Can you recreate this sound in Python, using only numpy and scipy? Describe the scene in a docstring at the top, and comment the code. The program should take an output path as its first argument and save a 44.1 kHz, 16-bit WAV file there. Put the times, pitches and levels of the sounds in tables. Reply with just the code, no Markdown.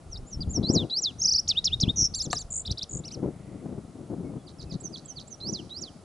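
"""Open scrub with a perch among branches, in gusty wind: a bunting sings a long jumble, then a softer song.
Its syllables are swept sines, some from both sides of the syrinx at once, returned by branches and bushes.
For the second song the head is turned: it leans to the right and comes back more from the bushes.
Another bird whistles far off (falling sines), a hoarse band of noise swells once in the distance,
gusts rumble on the microphone as octaves of noise, and a small knock close by rings damped modes."""
import sys
import numpy as np
from scipy import signal
from scipy.fft import rfft, irfft
from scipy.io import wavfile
from scipy.ndimage import uniform_filter1d, map_coordinates

SR = 44100
rng = np.random.default_rng(int(sys.argv[2]) if len(sys.argv) > 2 else 0)


def output_pcm(signal):
    """Save a mono or channel-first signal as 16-bit PCM at the path in sys.argv[1].

    Samples are clipped to [-1, 1] before scaling.
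    """
    pcm = np.clip(np.atleast_2d(signal).T, -1, 1) * 32767
    wavfile.write(sys.argv[1], SR, np.round(pcm).astype(np.int16))


N = 266584


def from_db(db):
    """Decibels become an amplitude factor."""
    return 10 ** (np.asarray(db) / 20)


def rms_one(x):
    """Scale a sound to an rms of 1."""
    return x / np.sqrt(np.mean(x ** 2) + 1e-20)


def add(track, start_s, sound):
    """Mix a sound into a track."""
    i = max(round(start_s * SR), 0)
    track[i:i + len(sound)] += sound[:max(N - i, 0)]


def pan(x, left_db):
    """Make the left channel louder than the right by left_db."""
    return x * from_db([[left_db / 2], [-left_db / 2]])


def drift(per_s, size):
    """Smooth random wander of spread about 1, with per_s random points a second."""
    steps = np.arange(size) * per_s / SR
    return map_coordinates(rng.standard_normal(4096), [steps], order=3, mode="wrap")


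def noise(spectrum, side_db):
    """Stereo noise of a given colour, mostly alike in both channels; rms 1."""
    hz, db = np.transpose(spectrum)
    bins = np.maximum(np.arange(N // 2 + 1) * SR / N, 1)
    colour = from_db(np.interp(np.log(bins), np.log(hz), db))
    mid, side = irfft(rfft(rng.standard_normal((2, N))) * colour, N)
    return rms_one(mid + from_db(side_db) * side * [[1], [-1]])


def scrub(x, wet_db, t60=0.28, twig_db=-22):
    """Nearby twigs scatter the sound at once; the bushes around return a faint longer tail."""
    twig_t60 = 0.025
    t = np.arange(SR // 2) / SR
    twigs = from_db(twig_db - 60 * t / twig_t60) / np.sqrt(twig_t60)
    bushes = from_db(wet_db - 60 * t / t60) / np.sqrt(t60)
    scale = np.sqrt(2 * np.log(1000) / SR)
    mid, side = rng.standard_normal((2, len(t))) * (twigs + bushes) * scale
    # leaves and twigs return short waves best
    short_waves = signal.butter(1, 3500, "high", fs=SR, output="sos")
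    echoes = signal.sosfilt(short_waves, mid + 0.5 * side * [[1], [-1]])
    return x + signal.fftconvolve(x[None], echoes, axes=1)[:, :N]


def whistle(hz, db, overtone_db, undertone_db=-70, shimmer_db=2.0, edge_s=0.00097,
            rasp_db=-35, rasp_flicker_db=4, break_db=6, fifth_db=-8):
    """One voice: a near sine with slight tremor, faint octave and quick edges; half-pitch lines make it hoarse."""
    size = len(hz)
    tremor = 0.004  # share of the pitch
    phase = 2 * np.pi * np.cumsum(hz * (1 + tremor * drift(714, size))) / SR
    overtone = from_db(overtone_db) * np.sin(2 * phase) * (hz < SR / 4)
    half_lines = np.sin(phase / 2) + from_db(fifth_db) * np.sin(phase + phase / 2)
    # the half-pitch lines come and go in spurts
    undertone = from_db(undertone_db + break_db * np.tanh(drift(152, size))) * half_lines
    tone = np.sin(phase) + overtone + undertone
    # the air jet roughens the tone in short spurts
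    rasp = from_db(rasp_db + rasp_flicker_db * drift(183.5, size)) * drift(8000, size)
    to_edge_s = np.minimum(np.arange(size), np.arange(size)[::-1]) / SR
    gate = np.sin(np.pi / 2 * np.minimum(to_edge_s / edge_s, 1)) ** 2
    return tone * (1 + rasp) * gate * from_db(db + shimmer_db * drift(297.2, size))


def syllables(shape, cues, overtone_db=-40, **timbre):
    """A learnt gesture is repeated: each cue stretches its time, scales its pitch and offsets its level."""
    out = np.zeros(N)
    s, hz, db = np.transpose(shape)
    for start, length, ratio, gain_db in cues:
        along = np.linspace(s[0], s[-1], max(int(length * SR), 2))
        # muscles round the corners
        pitch = uniform_filter1d(np.interp(along, s, hz), size=90, mode="nearest")
        level_db = gain_db + np.interp(along, s, db)
        add(out, start, whistle(ratio * pitch, level_db, overtone_db, **timbre))
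    return out


# colour of the steady outdoor background: f/Hz, relative level/dB
AIR_COLOUR = [(180, -6.5), (300, -15.5), (437, -4), (730, -4), (957, -12.5), (1350, -11.5), (1570, -19.5),
              (2670, -22.5), (11000, -23.5), (14300, -72)]


def air():
    """Steady outdoor background: coloured noise, wide in stereo."""
    return from_db(-56) * noise(AIR_COLOUR, side_db=-8.5)


# low wind noise between gusts, its deep part thinned near 0.92 s:
# t/s, level/dB, tilt/dB per octave from 180 Hz (wind() steepens it below)
LOW_WIND_COURSE = [(0, -49.5, -2.5), (0.921, -47.5, 9), (1.2, -48.5, -3), (2.1, -47.5, -5.5),
                   (2.5, -55.5, -6.5), (3.1, -44, 0.5), (4.502, -47.5, 0.5), (6.04, -50, 0.5)]
# gusts; small eddies tilt them bright, big ones deep:
# start t/s, hold t/s, level/dB, tilt/dB per octave from 180 Hz (wind() steepens it below)
GUST_CUES = [(0.095, 0.14, -50, -8), (0.346, 0.22, -38, -6), (0.572, 0.074, -26, 2),
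             (0.701, 0.073, -23.5, 4.5), (0.798, 0.053, -28.5, 2.5), (1.701, 0.077, -43, -6),
             (1.838, 0.069, -31, 0.5), (1.991, 0.042, -34.5, -3.5), (2.249, 0.11, -37.5, 2.5),
             (2.696, 0.018, -33, -4), (2.942, 0.062, -35, 0), (3.169, 0.032, -33.5, 3.5),
             (3.23, 0.057, -27.5, 5.5), (3.481, 0.14, -40, 3), (3.636, 0.16, -35.5, 6),
             (3.948, 0.23, -44.5, 4), (4.12, 0.017, -26.5, 6), (4.17, 0.21, -35, 3),
             (4.618, 0.053, -44.5, -4.5), (4.722, 0.041, -36.5, -2), (4.849, 0.084, -40.5, 2),
             (5.45, 0.11, -35, 2.5), (5.598, 0.074, -40.5, 2.5), (5.818, 0.022, -42.5, 5)]


def airflow_db(t, tilt_octaves, attack_s=0.038, release_s=0.032, sag_db_per_s=11.5):
    """Strength of one octave of wind noise: the low wind plus every gust with attack, sagging hold, release."""
    s, db, tilt = np.transpose(LOW_WIND_COURSE)
    power = from_db(np.interp(t, s, db + tilt * tilt_octaves)) ** 2
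    for start, length, db, tilt in GUST_CUES:
        age = t - start
        # a gust swells or dies by 20 dB in one attack or release time
        outside = np.maximum(-age, 0) / attack_s + np.maximum(age - length, 0) / release_s
        shape_db = -20 * np.minimum(outside, 10) - sag_db_per_s * np.clip(age, 0, length)
        power = power + from_db(db + tilt * tilt_octaves + shape_db) ** 2
    return 10 * np.log10(power)


# octaves of turbulence: centre f/Hz, level/dB re airflow, left minus right level/dB
EDDY_OCTAVES = [(33.8, -24.5, -2), (77.6, -8.5, 2), (143.1, -4, 4), (260, -7.5, 6.5), (495, -21.5, 3),
                (1040, -52.5, 15.5)]
# single eddies that hit the microphone: t/s, peak level/dB before panning and the low-pass, f/Hz
BUFFET_CUES = [(0.597, -15, 144), (.613, -18, 185), (.701, -10.5, 205), (0.761, -14.5, 246),
               (1.837, -14, 124), (1.881, -14, 152), (2.714, -23, 118), (3.261, -21, 332)]


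def wind(lumpy_db=3.0, side_db=-21, top_octaves=1.0, depth=1.62):
    """Octaves of turbulence swell with each gust; the hardest eddies arrive as a single push and pull."""
    t, out = np.arange(N) / SR, np.zeros((2, N))
    coarse_t = t[::40]
    lumps_db = lumpy_db * drift(80, N)
    for hz, db, left_db in EDDY_OCTAVES:
        octave = signal.butter(2, [hz / np.sqrt(2), hz * np.sqrt(2)], "band", fs=SR, output="sos")
        mid, side = rms_one(signal.sosfilt(octave, rng.standard_normal((2, N))))
        octaves = min(np.log2(hz / 180), top_octaves)
        # the deepest octaves depend most on the size of the eddies
        tilt_octaves = min(octaves, depth * octaves)
        flow_db = np.interp(t, coarse_t, airflow_db(coarse_t, tilt_octaves))
        rumble = mid + from_db(side_db) * side * [[1], [-1]]
        out += pan(from_db(db + flow_db + lumps_db) * rumble, left_db)
    for at, db, hz in BUFFET_CUES:
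        u = np.clip(2 * np.pi * hz * (t - at), -10, 10)
        push_pull = u * np.exp((1 - u * u) / 2)
        out -= pan(from_db(db) * push_pull, left_db=3.5)
    return signal.sosfilt(signal.butter(2, 1300, fs=SR, output="sos"), out)


def far_rasp(hz=2050, at_s=3.46, spread_s=0.19, db=-69):
    """A faint hoarse band of noise swells and fades in the distance."""
    band = noise([(hz / 2, -45), (hz, 0), (hz * 2, -45)], side_db=-12)
    return band * from_db(db) * np.exp(-((np.arange(N) / SR - at_s) / spread_s) ** 2 / 2)


# whistles of a distant bird: start t/s, length t/s, first f/Hz, last f/Hz, level/dB at mid-whistle
FAR_WHISTLE_CUES = [(4.241, 0.07, 2220, 2160, -61.5), (4.382, 0.05, 3480, 3320, -68),
                    (4.666, 0.059, 2660, 2450, -65.5), (4.712, 0.03, 2060, 1950, -66),
                    (5.042, 0.1, 3450, 2920, -64.5)]


def far_bird(taper_db=9):
    """Another bird's plain falling whistles, each swelling and fading."""
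    out = np.zeros(N)
    for start, length, first_hz, last_hz, db in FAR_WHISTLE_CUES:
        along = np.linspace(-1, 1, int(length * SR))
        hz = np.geomspace(first_hz, last_hz, len(along))
        add(out, start, whistle(hz, db - taper_db * along ** 2, overtone_db=-40))
    return out


# two strikes of a small hard knock: t/s, level/dB added to the modes
KNOCK_STRIKES = [(2.33, -19.5), (2.3341, -28)]
# modes of the knocked object: f/Hz, level/dB, t60/s
KNOCK_RING = [(450, -9, 0.013), (704, -2.5, 0.032), (880, -3.5, 0.025), (1193, -1.5, 0.028),
              (1760, -2, 0.015), (2870, -6.5, 0.0098), (3850, -2, 0.012), (6900, 13.5, 0.00057)]


def knock():
    """A short tap rings a few quickly damped modes."""
    out, t = np.zeros(N), np.arange(SR // 10) / SR
    ring = np.zeros(len(t))
    for k, (hz, db, t60) in enumerate(KNOCK_RING):
        ring += (-1) ** k * from_db(db - 60 * t / t60) * np.sin(2 * np.pi * hz * t)
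    for s, db in KNOCK_STRIKES:
        add(out, s, from_db(db) * ring)
    return out


# Shapes of plain syllables: t/s, f/Hz, level/dB, all before the cue's stretch, ratio and gain
DIP_SHAPE = [(0.0, 6640, -24.5), (0.032, 5590, 0.5), (0.052, 4730, -5), (0.063, 3680, -2.5),
             (0.069, 3720, -5), (0.077, 5220, -2), (0.088, 5740, -18)]
SLUR_SHAPE = [(0.0, 6740, -22), (0.018, 7180.0, -9), (0.034, 7460.0, -17), (0.048, 6400.0, -8.5),
              (0.068, 5700.0, 4), (0.082, 5400.0, -2), (0.094, 5400.0, -24)]
CHIP_SHAPE = [(0.0, 5010, -10.5), (0.014, 5102, -4), (0.025, 4130.0, -13), (0.035, 3323, -25)]
FALL_SHAPE = [(0, 7560, -22), (.018, 6600, -4.5), (.034, 5060, 1), (.048, 4000, -1), (.064, 3550, -1),
              (.095, 3083, -16.5), (.11, 2550, -24)]
DROP_SHAPE = [(0.0, 5390, -15.5), (0.012, 5050, -4), (0.025, 4560, 2.5), (0.037, 3600, -3),
              (0.044, 3140, -21)]
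HIGH_SLUR_SHAPE = [(0.0, 6640, -21), (0.011, 7960, -9), (0.026, 7400, -32), (0.04, 6560, -11.5),
                   (0.058, 6260, -1.5), (0.072, 5850, -11.5), (0.082, 5880, -5.5)]
STEEP_FALL_SHAPE = [(0.0, 7480, -25), (0.01, 6730.0, -7), (0.02, 5520.0, -5.5), (0.033, 4400, -4),
                    (0.05, 3820.0, -19), (0.075, 3070, -14.5), (0.092, 2650, -40)]
# short opening curl before the sawtooth trill, same columns
CURL_SHAPE = [(0, 5600, -28), (.012, 6300, -7), (.023, 6700, 5.5), (.029, 6600, -11)]
# When they are sung: start t/s, length t/s, f ratio, gain/dB
DIP_CUES = [(0.101, 0.086, 1, -39.5)]
SLUR_CUES = [(0.263, 0.1, 1, -41.5), (.492, 0.095, 1, -29.5)]
CHIP_CUES = [(0.406, 0.035, 0.95, -28)]
FALL_CUES = [(0.72, 0.12, 1.06, -24.5), (1.012, 0.1, 1.036, -23.5)]
DROP_CUES = [(4.463, 0.03, 0.94, -51.5), (4.583, 0.036, 1.03, -46), (4.697, 0.032, 1.02, -42.5),
             (4.925, 0.042, 0.962, -40), (5.157, 0.044, 0.91, -39)]
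HIGH_SLUR_CUES = [(4.801, 0.08, 0.99, -33.5), (5.049, 0.078, 0.98, -37), (5.273, 0.077, 0.97, -37.5)]
STEEP_FALL_CUES = [(5.521, 0.096, 0.978, -27.5), (5.806, 0.098, 1.025, -31.5)]
CURL_CUES = [(1.182, 0.031, 0.98, -29)]


def pure_syllables():
    """Clean swept whistles, near sines with only a faint octave."""
    pure = [(DIP_SHAPE, DIP_CUES), (SLUR_SHAPE, SLUR_CUES), (CHIP_SHAPE, CHIP_CUES),
            (FALL_SHAPE, FALL_CUES), (CURL_SHAPE, CURL_CUES), (DROP_SHAPE, DROP_CUES),
            (HIGH_SLUR_SHAPE, HIGH_SLUR_CUES), (STEEP_FALL_SHAPE, STEEP_FALL_CUES)]
    return sum(syllables(shape, cues) for shape, cues in pure)


# rising syllable, then the other voice's flick that opens it: t/s, f/Hz, level/dB before the cue
RISE_SHAPE = [(0, 3003, -33), (.012, 3950, -9), (.034, 4034, -5.5), (.061, 4465, -7), (.079, 5090, 0),
              (.097, 5820, -4.5), (.109, 5900, -18)]
ONSET_SHAPE = [(0, 3800, 3), (.007, 4620, 5), (0.015, 5300, -11)]
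# rises: start t/s, length t/s, f ratio, gain/dB
RISE_CUES = [(0.628, 0.095, 1, -26), (0.897, 0.11, 0.99, -22), (5.402, 0.11, 1.02, -30),
             (5.694, 0.11, 0.96, -34.5)]


def rises(onset_db=-19):
    """One voice sweeps upward while the other opens the note with a weaker flick."""
    onset_s = ONSET_SHAPE[-1][0]  # the flick keeps its own length
    onset_cues = [(s, onset_s, ratio, db + onset_db) for s, length, ratio, db in RISE_CUES]
    return syllables(RISE_SHAPE, RISE_CUES) + syllables(ONSET_SHAPE, onset_cues)


# whip and hook shapes: t/s, f/Hz, level/dB before the cue
WHIP_SHAPE = [(0, 3050, -27), (.004, 5000, -5), (.008, 7266, -11.5), (.014, 5610, 0.5), (.024, 4720, -4),
              (.037, 3550, -3.5), (.045, 2940, -25), (.058, 2360, -30)]
HOOK_SHAPE = [(0.0, 2560, -26), (0.02, 3200, -16), (0.028, 3560, -5), (0.036, 3850, -1), (0.045, 3860, 1.5),
              (0.052, 4000, -15)]
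# their cues: start t/s, length t/s, f ratio, gain/dB
WHIP_CUES = [(1.475, 0.065, 0.99, -18), (1.64, 0.06, 1.003, -17.5), (1.798, 0.063, 0.97, -20)]
HOOK_CUES = [(1.548, 0.049, 0.98, -18.5), (1.704, 0.045, 0.97, -21.5), (1.865, 0.046, 0.961, -22)]


def whips():
    """Steep falls, roughened by the air jet, alternate with steadier rising hooks."""
    return syllables(WHIP_SHAPE, WHIP_CUES, rasp_db=-27) + syllables(HOOK_SHAPE, HOOK_CUES, shimmer_db=1.3)


# peak, spike and arc shapes: t/s, f/Hz, level/dB before the cue
PEAK_SHAPE = [(0.0, 3440, -9), (0.009, 4010, -4.5), (0.014, 4800, 0.5), (0.018, 5640, -9),
              (0.022, 4690, -7), (0.027, 3780, 3), (0.034, 3030, -20), (0.04, 3040, -27),
              (0.046, 3750, -13)]
SPIKE_SHAPE = [(0.0, 3320, -14), (0.011, 3760, -6), (0.019, 4840, -4), (0.023, 6100, -10.5),
               (0.027, 4260.0, -5), (0.033, 2810, -18.5)]
ARC_SHAPE = [(0.0, 3520, -18.5), (0.015, 5190, -8), (0.024, 6020, -8), (0.034, 6100, -11.5),
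             (0.045, 5420, -6.5), (0.057, 3840, -16)]
# their cues: start t/s, length t/s, f ratio, gain/dB
PEAK_CUES = [(2.651, 0.046, 0.99, -31.5), (2.773, 0.036, 1.03, -32)]
SPIKE_CUES = [(2.697, 0.032, 1.06, -25.5), (2.811, 0.034, 1.02, -25)]
ARC_CUES = [(3.037, 0.057, 0.987, -33.5), (3.105, 0.0514, 1.014, -33.5)]


def hoarse_syllables():
    """Up-and-down chirps and arcs gain half-pitch lines and jet roughness, the arcs most."""
    chirp_timbre = dict(overtone_db=-28, undertone_db=-37, rasp_db=-23)
    peaks = syllables(PEAK_SHAPE, PEAK_CUES, **chirp_timbre)
    spikes = syllables(SPIKE_SHAPE, SPIKE_CUES, **chirp_timbre)
    arcs = syllables(ARC_SHAPE, ARC_CUES, overtone_db=-32, undertone_db=-16, rasp_db=-20)
    return peaks + spikes + arcs


# strokes of the sawtooth trill: start t/s, foot f/Hz, top f/Hz, level/dB at mid-stroke
STROKES = [(1.2128, 5000, 6710, -21.5), (1.243, 4750, 6280, -17.5), (1.2748, 4550, 6020, -17.5),
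           (1.307, 4370, 6160, -19.5), (1.34, 4150, 5880, -19), (1.3744, 4250, 5840, -20)]


def trill(end_s=1.4065, snap_s=0.00595, turn_loss_db=9, turn_s=0.0071, fade_s=0.0053, fade_db=-18):
    """One whistle climbs through each stroke and snaps back, weakest at the foot."""
    t = np.arange(STROKES[0][0], end_s, 1 / SR)
    starts, foot, top, level = np.transpose(STROKES)
    tops_s = np.append(starts[1:], end_s) - snap_s
    turns_s = np.column_stack([starts, tops_s]).ravel()
    turns_hz = np.column_stack([foot, top]).ravel()
    hz = uniform_filter1d(np.interp(t, turns_s, turns_hz), size=90, mode="nearest")
    to_foot_s = np.abs(t[:, None] - starts).min(axis=1)
    foot_loss_db = turn_loss_db * np.exp(-(to_foot_s / turn_s) ** 2)
    closing_db = fade_db * np.exp((t - end_s) / fade_s)
    db = np.interp(t, (starts + tops_s) / 2, level) - foot_loss_db + closing_db
    out = np.zeros(N)
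    add(out, t[0], whistle(hz, db, overtone_db=-36.5, rasp_db=-40))
    return out


# one steep downward flick: t/s, f/Hz, level/dB before the cue
FLICK_SHAPE = [(0, 7220, -12), (.005, 5200, -4), (.009, 4050, 2.5), (.013, 3280, -28)]
# groups of three flicks after each drop: start t/s, gain/dB
STUTTER_CUES = [(4.486, -51), (4.612, -45.5), (4.724, -42), (4.966, -42), (5.196, -43)]


def stutters(spacing_s=0.0112, length_s=0.012, last_db=-6):
    """A drop breaks into three steep downward flicks, the last one weaker."""
    flicks = [(s + k * spacing_s, length_s, 1, db + last_db * (k == 2))
              for s, db in STUTTER_CUES for k in range(3)]
    return syllables(FLICK_SHAPE, flicks)


# buzzes: start t/s, length t/s, reference t/s that sets the warble's phase (may lie before the start),
# first and last centre f/Hz, first and last warble rate f/Hz,
# swing f/Hz before narrowing, wander and cusp, loss at the tops level/dB, level/dB before losses
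BUZZ_CUES = [(1.959, 0.12, 1.86, 6190, 5694, 109.9, 91.7, 496, 5.9, -19),
             (2.503, 0.12, 2.5, 7580, 7750, 59.3, 46.3, 1050, 12, -27.5),
             (2.891, 0.112, 2.906, 7470, 7660, 54, 48, 1050, 17, -33.5)]


def buzzes(cusp=0.16, taper_db=14, narrowing=0.53, swing_wander=0.13):
    """The pitch warbles fast and slows, with pointed tops at which the tone weakens and turns ragged."""
    out = np.zeros(N)
    for (start, length, phase_ref_s, first_hz, last_hz, first_rate, last_rate,
         swing_hz, top_loss_db, peak_db) in BUZZ_CUES:
        size = int(length * SR)
        ends = np.abs(np.linspace(-1, 1, size)) ** 3
        cycles = np.cumsum(np.linspace(first_rate, last_rate, size)) / SR
        turn = 2 * np.pi * (cycles - first_rate * (phase_ref_s - start))
        swing = swing_hz * (1 - narrowing * ends) * (1 + swing_wander * drift(82, size))
        warble = np.cos(turn) + cusp * np.cos(2 * turn)
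        hz = np.linspace(first_hz, last_hz, size) + swing * warble
        tops = ((1 + np.cos(turn)) / 2) ** 2
        ragged_db = 3 * drift(1200, size)
        db = peak_db - taper_db * ends - tops * (top_loss_db + ragged_db)
        add(out, start, whistle(hz, db, overtone_db=-33.0))
    return out


# upper voice's double arch, sung in one breath, and lower voice's arch: t/s, f/Hz, level/dB before the cue
UPPER_ARCH_SHAPE = [(0, 4250, -11.5), (.011, 6000, -0.5), (.019, 7250, -9.5), (.031, 7600, -10.5),
                    (.044, 7300, -13), (.058, 5700, -5.5), (.071, 4700, -0.5), (.082, 5700, -0.5),
                    (.092, 7300, -10.5), (.102, 7600, -12), (.114, 6850, -8.5), (.128, 5350, -11.5)]
LOWER_ARCH_SHAPE = [(0.0, 3420, -14), (0.01, 4770, 0.5), (0.024, 4910, -5.5), (0.039, 4380.0, -5.5),
                    (0.052, 3510, -18)]
# their cues: start t/s, length t/s, f ratio, gain/dB
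UPPER_ARCH_CUES = [(2.138, 0.128, 1, -26), (2.301, 0.127, 1.007, -29.5)]
LOWER_ARCH_CUES = [(2.146, 0.058, 0.96, -32), (2.217, 0.048, 0.92, -35), (2.309, 0.059, 0.92, -36.5),
                   (2.385, 0.039, 0.96, -35.5)]


def two_voiced_arches():
    """Both sides of the syrinx sing arches at once; their product adds high sum tones."""
    upper = syllables(UPPER_ARCH_SHAPE, UPPER_ARCH_CUES, overtone_db=-31)
    lower = syllables(LOWER_ARCH_SHAPE, LOWER_ARCH_CUES, overtone_db=-16)
    # the high-pass keeps mainly the sums, not the differences
    high_pass = signal.butter(2, 7000, "high", fs=SR, output="sos")
    sum_tones = signal.sosfilt(high_pass, upper * lower)
    return upper + lower + from_db(27) * sum_tones


def bunting():
    """Pure, hoarse, trilled, buzzing and two-voiced syllables pass through one small throat and beak."""
    voice = (pure_syllables() + rises() + whips() + hoarse_syllables() + trill()
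             + stutters() + buzzes() + two_voiced_arches())
    # the small throat and beak radiate little below the song's range
    return signal.sosfilt(signal.butter(6, 2300, "high", fs=SR, output="sos"), voice)


# branches by the perch: delay t/s, level/dB
BRANCHES = [(.0065, -22), (.008, -19)]


def near_echoes(x):
    """Branches return the song a few milliseconds late, so that fast sweeps beat against themselves."""
    out = x.copy()
    for delay_s, db in BRANCHES:
        add(out, delay_s, from_db(db) * x)
    return out


def turned_aside(x, low_hz=3800, high_hz=6000, low_left_db=-3.5, high_left_db=-10):
    """The sound leans to the right, the high notes more than the low ones."""
    bins = np.arange(N // 2 + 1) * SR / N
    left_db = np.interp(bins, [low_hz, high_hz], [low_left_db, high_left_db])
    return irfft(rfft(x) * from_db([left_db / 2, -left_db / 2]), N)


def scene():
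    """The first song is aimed at the microphone; with the head turned, more of the second comes from bushes."""
    background = air() + wind() + far_rasp()
    distant = scrub(far_bird(), wet_db=-9)
    tap = pan(scrub(knock(), wet_db=-12.5), left_db=4.0)
    voice = near_echoes(bunting())
    facing = np.arange(N) < 4 * SR  # the head is turned from 4 s on
    first = pan(scrub(voice * facing, wet_db=-22.5, t60=0.4, twig_db=-11), left_db=0.7)
    second = turned_aside(scrub(voice * ~facing, wet_db=-17.5, t60=0.74, twig_db=-16.0))
    return background + distant + tap + first + second


def record(dry):
    """The treble is cut steeply above 11050 Hz."""
    return signal.sosfilt(signal.ellip(10, 0.2, 80, 11050, fs=SR, output="sos"), dry)


dry = scene()
out = record(dry)
output_pcm(out)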